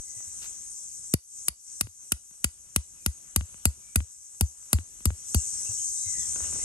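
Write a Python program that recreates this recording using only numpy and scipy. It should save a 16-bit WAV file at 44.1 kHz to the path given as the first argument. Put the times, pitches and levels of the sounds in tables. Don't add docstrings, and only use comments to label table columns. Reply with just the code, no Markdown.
import sys
import numpy as np
from scipy import signal
from scipy.fft import rfft, irfft
from scipy.io import wavfile
from scipy.ndimage import uniform_filter1d

SR = 44100
rng = np.random.default_rng(int(sys.argv[2]) if len(sys.argv) > 2 else 0)


def unload_audio(sound):
    columns = np.transpose(np.atleast_2d(sound))
    steps = np.round(np.clip(columns, -1, 1) * 32767)
    wavfile.write(sys.argv[1], SR, steps.astype(np.int16))


N = 292824
HZ = np.fft.rfftfreq(4096, 1 / SR)

# start in seconds, then strike, thud and stake ring levels in dB.
BLOWS = [(1.1378, -20, -9, -54), (1.483, -19.5, -34, -56.5), (1.8099, -20.5, -27.5, -61),
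         (2.12, -20.5, -25, -70), (2.443, -19.5, -22.5, -39), (2.761, -19, -20.5, -52),
         (3.0614, -21.5, -23, -51), (3.361, -19, -21.5, -40), (3.6543, -16.5, -19, -30.5),
         (3.958, -18, -21, -41.5), (4.4094, -20.5, -20.5, -35), (4.7303, -17, -19, -31.5),
         (5.055, -21, -20.5, -36.5), (5.3455, -22.5, -19, -30)]
# start in seconds, level in dB.
TAPS = [(1.87, -41), (2.31, -53.5), (3.409, -31), (3.543, -43.5), (4.004, -31.5), (4.786, -31.5),
        (5.006, -45.5), (5.104, -30.5)]
# frequency in Hz, relative level in dB.
CLINK_SPECTRUM = [(3000, -25), (8500, -11.5), (9100, -10), (9800, 7), (10200, -17), (10700, -1),
                  (11400, -3.5), (12500, -15.5), (13900, -21.5), (14400, -47), (15100, -13.5), (15700, -25),
                  (16300, -26.5)]
# frequency in Hz, level re the strike in dB, T60 in seconds.
AXE_MODES = [(1980, -30.5, .13), (2550, -29, .05), (9815, -22, .17)]
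# frequency in Hz, relative level in dB, T60 in seconds.
STAKE_MODES = [(4260, -14, .11), (4640, -2, .065), (7612, 1.5, .09), (9040, -4, .08), (11910, -4, .08)]

def steel():
    out = np.zeros(N)
    bright = causal(amp(spectrum_at(CLINK_SPECTRUM, HZ)))
    for s, strike_db, _, ring_db in BLOWS:
        tall = 1 - ease(s, half_s=1.67, spread_s=0.11)
        half_sunk = np.sin(np.pi * grip(s))
        crack_db = strike_db + between((-12, -11), tall) + 5.5 * half_sunk
        add(out, s, amp(crack_db) * contact(body_colour(tall), chatter=1.0))
        add(out, s - .0002, amp(strike_db) * contact(bright, chatter=0.27))
        add(out, s, amp(strike_db - 10.5 * tall) * ringing(AXE_MODES))
        add(out, s, amp(ring_db) * ringing(STAKE_MODES))
    dull = causal(HZ / (HZ + 200) / (1 + HZ / 2500) / (1 + (HZ / 4400) ** 10))
    for s, db in TAPS:
        add(out, s, amp(db - 14) * contact(dull, chatter=0.38, chatter_s=0.0035))
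    return out

# centre in Hz, width in Hz, level in dB, extra dB when tall.
BODY_RESONANCES = [(1420, 400, 0, -3), (2050, 220, -5, 2), (2570, 260, -1, 0), (2930, 320, -2, 3),
                   (3800, 450, -6, 3), (4720, 260, -1, 17), (6100, 550, 1, 11), (7650, 300, 2, 6),
                   (8150, 350, -2, 6)]

def body_colour(tall):
    modes = sum(amp(db + tall * extra_db) / (1 + 2j * (HZ - hz) / width_hz)
                for hz, width_hz, db, extra_db in BODY_RESONANCES)
    hollows = amp(-8 - 4 * tall)
    return causal(abs(modes + hollows) * HZ / (HZ + 700) / (1 + (HZ / 9000) ** 14))

def contact(colour, chatter, rise_s=0.00055, chatter_s=0.0054):
    t = np.arange(512) / SR
    force = t / rise_s * np.exp(1 - t / rise_s)
    force += chatter * np.exp(-(t / chatter_s) ** 4) * np.minimum(t / rise_s, 1)
    grit = rfft(force * rng.standard_normal(len(t)))
    grit /= np.sqrt(abs(grit) + 1e-9)
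    hit = signal.fftconvolve(irfft(grit) * np.exp(-(t / (2 * chatter_s)) ** 4), colour)
    return hit / np.sqrt(np.sum(hit ** 2) / (.01 * SR) + 1e-20)

def ringing(modes):
    t = np.arange(SR // 4) / SR
    return sum(amp(db + rng.uniform(-3, 3) - 60 * t / t60_s) * np.sin(2 * np.pi * hz * t)
               for hz, db, t60_s in modes)

# start in seconds, level in dB.
THUMPS = [(0.163, -50), (0.271, -53), (1.836, -34.5), (5.69, -37), (6.061, -39.5), (6.278, -47),
          (6.419, -36)]

def soil():
    out, t = np.zeros(N), np.arange(SR // 5) / SR
    thud_lag_s, soil_knock_lag_s, boom_lag_s = .0016, .0071, .0145
    soil_knock = (1 - np.exp(-t / 0.0047)) * np.exp(-t / 0.0069) * np.sin(2 * np.pi * 205 * t)
    for s, _, thud_db, _ in BLOWS:
        firm = grip(s)
        boom_db, ground_hz = between((-44, -15), firm), between((63.2, 75.4), firm ** 2)
        start_hz = 412 - 6.5 * (thud_db + 15.5)
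        decay_s = between((0.0067, 0.023), firm)
        add(out, s + thud_lag_s, thud(t, amp(thud_db), start_hz, decay_s))
        add(out, s + soil_knock_lag_s, amp(boom_db - 8.5) * soil_knock)
        add(out, s + boom_lag_s, amp(boom_db) * boom(t, ground_hz, swell_s=0.01))
    for s, db in TAPS:
        add(out, s + thud_lag_s, thud(t, amp(db - 1.5), start_hz=395, decay_s=0.0072))
        boom_db = -31.5 + 2 * (db + 32)
        add(out, s, amp(boom_db) * boom(t, hz=83.3, swell_s=0.016))
    for s, db in THUMPS:
        add(out, s, amp(db) * boom(t, hz=88 * rng.uniform(0.82, 1.23), swell_s=.011))
    return out

def thud(t, force, start_hz, decay_s, rest_hz=72, fall_s=.004):
    phase = 2 * np.pi * np.cumsum(rest_hz + (start_hz - rest_hz) * np.exp(-t / fall_s)) / SR
    crush = force * 1.5 * np.exp(-t / 0.0029 - (t / 0.0059) ** 2) * np.cos(2 * phase)
    return -force * (1 - np.exp(-t / 0.0016)) * (np.exp(-t / decay_s) * np.sin(phase) + crush)

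def boom(t, hz, swell_s):
    envelope = t / swell_s * np.exp(1 - t / swell_s - (t / 0.043) ** 4)
    return envelope * np.sin(2 * np.pi * hz * t)

def grip(s):
    return ease(s, half_s=2.59, spread_s=0.57)

def knocks():
    out = np.zeros((2, N))
    colour = causal(1 / (1 + (480 / (HZ + 1)) ** 3) / (1 + (HZ / 1150) ** 6))
    for s, *_ in BLOWS:
        gain = amp(between((-64, -36.5), grip(s)))
        for channel in out:
            add(channel, s + 0.00033, gain * contact(colour, chatter=0.65, chatter_s=0.0061))
    return out * amp([[-1.5], [1.5]])

# start and length in seconds, level in dB, brightness in Hz.
RUSTLES = [(0.194, 0.029, -63.5, 1600), (0.365, 0.18, -62, 9200), (0.41, 0.074, -49.5, 15000),
           (4.625, 0.23, -66, 3470), (5.614, 0.14, -65, 1500), (6.301, 0.42, -59.5, 1120)]

def rustles(clicks_per_s=420):
    out = np.zeros(N)
    lead_s, swing_s, swing_hz = .135, 0.096, 3140
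    swings = [(s - lead_s, swing_s, between((-77, -75), grip(s)), swing_hz) for s, *_ in BLOWS]
    for s, length_s, db, bright_hz in RUSTLES + swings:
        count = round(length_s * SR)
        sizes = amp(5.2 * np.minimum(rng.exponential(1, count), 3.5)) * rng.choice([-1, 1], count)
        clicks = sizes * (rng.random(count) < clicks_per_s / SR) * signal.windows.tukey(count, .7)
        band = HZ / (HZ + bright_hz / 8) / (1 + (HZ / bright_hz) ** 2)
        colour = causal(band / (1 + (HZ / 13500) ** 12))
        add(out, s, amp(db) * unit_rms(signal.fftconvolve(clicks, colour)[:count]))
    return out

# start in seconds, level in dB.
TARP_SNAPS = [(6.36, -35.5), (6.405, -38), (6.442, -41), (6.554, -49)]

def tarp():
    out = np.zeros(N)
    cloth = causal(HZ / (HZ + 120) / (1 + (HZ / 1900) ** 3))
    for s, db in TARP_SNAPS:
        add(out, s, amp(db - 10) * contact(cloth, chatter=1.0))
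    return out

# start and length in seconds, start, middle and end pitch in Hz, level in dB.
WHISTLES = [(0.032, 0.2, 2063, 1980, 1910, -69), (2.948, 0.15, 2530, 2426, 2430, -73),
            (3.778, 0.187, 2445, 2320, 2400, -73), (5.359, 0.044, 2780, 2820, 2740, -61.5),
            (5.639, 0.039, 2450, 2746, 2660, -59), (5.762, 0.056, 2870, 3090, 3020, -62),
            (5.958, 0.12, 3650, 3950, 3800, -62), (6.026, .22, 2136, 1956, 1890, -56.5),
            (6.172, 0.064, 3600, 3440, 3000, -61.5), (6.417, 0.055, 2674, 2840, 3000, -61.5),
            (6.575, 0.04, 1930, 2037, 2090, -55.5)]

def birds(trill_hz=37.9):
    out = np.zeros(N)
    for s, length_s, *pitches_hz, db in WHISTLES:
        progress = np.linspace(0, 1, round(length_s * SR))
        trill = np.sin(2 * np.pi * (trill_hz * length_s * progress + rng.random()))
        wander = unit_rms(uniform_filter1d(rng.standard_normal(len(progress)), size=200))
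        hz = np.polyval(np.polyfit([0, .5, 1], pitches_hz, 2), progress)
        hz *= 1 + 0.021 * trill + .016 * wander
        swell = np.sin(np.pi * progress).clip(0) ** .5 * (1 + 0.38 * trill)
        add(out, s, amp(db) * swell * np.sin(2 * np.pi * np.cumsum(hz) / SR))
    return out

# frequency in Hz, T60 in seconds.
FOREST_DECAY = [(100, 0.22), (500, 0.3), (2000, 0.19), (6000, 0.39), (10000, 0.22), (16000, 0.04)]

def forest_echo(x):
    hz, t, noise = signal.stft(rng.standard_normal((2, SR // 2)), SR, nperseg=256)
    decay = amp(-60 * t / spectrum_at(FOREST_DECAY, hz)[:, None])
    onset = np.minimum(t / 0.0053, 1)
    tail = signal.istft(stereo_pair(*noise, hz) * decay * onset, SR, nperseg=256)[1]
    return signal.fftconvolve(x[None], tail / np.linalg.norm(tail[0]), axes=1)[:, :N]

# frequency in Hz, relative level in dB.
CICADA_SPECTRUM = [(3000, -51), (4400, -27.5), (5200, -20), (5900, -5), (6500, 0.2), (7100, -7.5),
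                   (7600, -0.6), (8300, -1), (9300, -7.5), (10500, -27.5), (11500, -29.5), (12400, -55),
                   (13500, -66)]
# time in seconds, level in dB.
CICADA_LEVEL = [(0, -39.5), (0.2, -37), (1.79, -37.5), (2.0, -43.5), (2.5, -47), (3.3, -45.5), (4.6, -44),
                (5.13, -44), (5.35, -30), (5.8, -28), (6.62, -28)]
# frequency in Hz, left minus right in dB.
CICADA_PAN = [(4000, 6), (5800, 8.6), (6600, 6.5), (7600, 4.8), (8500, 0.5), (9300, 1), (14000, 0.5)]
# frequency in Hz, relative level in dB.
HISS_SPECTRUM = [(5000, -33.5), (8500, -36.5), (9700, 18.5), (10600, -2), (11500, 6), (12500, -21),
                 (13500, -42)]

def cicadas(dip_db):
    drone = envelope_of(CICADA_LEVEL) * amp(-dip_db)
    chorus = pan(diffuse(CICADA_SPECTRUM, patchy_db=1.74), CICADA_PAN)
    hiss = diffuse(HISS_SPECTRUM, patchy_db=3)
    return amp(-3.5) * drone * chorus + amp(-33) * drone ** .5 * hiss

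# frequency in Hz, relative level in dB.
AIR_SPECTRUM = [(15, -37), (25, 3.5), (81, -8.5), (166, -14), (450, -21.5), (524, -23), (710, -25.5),
                (1280, -24), (1450, -23.5), (2250, -25), (2670, -23), (3540, -25), (4500, -26.5),
                (5850, -42), (9900, -120)]
# time in seconds, level in dB.
AIR_LEVEL = [(0, -69.5), (0.42, -61.5), (0.75, -68.5), (1.75, -69), (2.3, -73), (3.62, -65), (4.2, -74),
             (4.6, -69.5), (5.15, -66), (5.55, -57.5), (5.9, -65.5), (6.45, -53.5)]

def air(dip_db):
    gain = envelope_of(AIR_LEVEL) * amp(-0.86 * dip_db) * amp([[7], [4]])
    return gain * diffuse(AIR_SPECTRUM, patchy_db=2.0)

def background_dip_db():
    out, t = np.zeros(N), np.arange(N) / SR
    fall_s, hold_s, recover_s = .015, 0.055, 0.18
    for s, *_ in BLOWS:
        depth_db = between((21, 1), ease(s, half_s=1.84, spread_s=0.2))
        out += depth_db * np.minimum((t - s) / fall_s, 1 - (t - s - hold_s) / recover_s).clip(0, 1)
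    return out

def diffuse(spectrum, patchy_db):
    hz = np.fft.rfftfreq(1024, 1 / SR)
    a, b, c, d, patches = rng.standard_normal((N // 256 + 5, len(hz), 5)).T
    patches = unit_rms(uniform_filter1d(uniform_filter1d(patches, size=16, axis=0), size=8, axis=1))
    bins = stereo_pair(a + 1j * b, c + 1j * d, hz)
    bins *= amp(spectrum_at(spectrum, hz)[:, None] + patchy_db * patches)
    return unit_rms(signal.istft(bins, nperseg=1024, noverlap=768)[1][:, :N])

# frequency in Hz, coherence from 0 to 1.
COHERENCE = [(40, 0.58), (300, 0.33), (700, 0.4), (3000, 0), (4500, 0), (6800, 1), (8000, 0), (9000, 1),
             (14000, 0.67)]

def stereo_pair(left, other, hz):
    alike = spectrum_at(COHERENCE, hz)[:, None]
    return np.array([left, alike * left + np.sqrt(1 - alike ** 2) * other])

def pan(x, rows):
    half_db = spectrum_at(rows, np.fft.rfftfreq(N, 1 / SR)) / 2
    return irfft(rfft(x) * amp([half_db, -half_db]), N)

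def causal(gain):
    log_gain = np.log(np.maximum(np.r_[gain, gain[-2:0:-1]], 1e-5))
    return np.fft.ifft(np.exp(np.conj(signal.hilbert(log_gain)))).real

def spectrum_at(rows, hz):
    row_hz, values = np.transpose(rows)
    return np.interp(np.log(hz + 1), np.log(row_hz + 1), values)

def envelope_of(rows):
    return amp(np.interp(np.arange(N) / SR, *np.transpose(rows)))

def ease(s, half_s, spread_s):
    return .5 + .5 * np.tanh((s - half_s) / (2 * spread_s))

def between(ends, share):
    return ends[0] + (ends[1] - ends[0]) * share

def amp(db):
    return 10 ** (np.asarray(db) / 20)

def unit_rms(x):
    return x / np.sqrt(np.mean(x ** 2) + 1e-20)

def add(mix, s, sound):
    part = mix[max(round(s * SR), 0):][:len(sound)]
    part += sound[:len(part)]

# frequency in Hz, lead of the left channel in radians.
LEFT_LEAD = [(20, 0.5), (450, 0.5), (780, -1), (1380, -0.5), (1900, 4), (2900, 2), (3700, 5), (4500, 4.5),
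             (6000, 9), (7500, 5.5), (8600, 8), (10200, 2), (12000, 1.5), (13700, -3.5), (15300, -11.5),
             (17000, -8.5)]

def scene():
    metal, song, knock = steel(), birds(), knocks()
    near_pan = [(60, 1.5), (250, 2.5), (600, 0.5), (1400, 4.0), (2800, 13.5),
                (3800, 5.5), (6200, 8.5), (7700, 2.5), (8800, 1), (15000, -1.5)]
    near = pan(metal + soil() + rustles() + tarp(), near_pan)
    scattered = signal.lfilter(*signal.butter(6, 11500, fs=SR), metal + knock[0])
    echo = pan(amp(-22.5) * forest_echo(scattered), [(1000, -4.5), (6500, 6.0), (9000, -3.5)])
    dip_db = background_dip_db()
    background = cicadas(dip_db) + air(dip_db)
    far_birds = amp(-1) * song + amp(5.5) * forest_echo(song)
    mix = near + knock + echo + background + far_birds
    lead_rad = spectrum_at(LEFT_LEAD, np.fft.rfftfreq(N, 1 / SR))
    return irfft(rfft(mix) * np.exp(.5j * np.array([lead_rad, -lead_rad])), N)

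def record(dry):
    low_cut = signal.sosfiltfilt(signal.butter(2, 32, "high", fs=SR, output="sos"), dry)
    rounded = low_cut / (1 + (low_cut / .9) ** 6) ** (1 / 6)
    band_limit = signal.firwin(255, 16600, window=("kaiser", 9), fs=SR)
    return signal.oaconvolve(rounded, band_limit[None], "same")

dry = scene()
out = record(dry)
unload_audio(out)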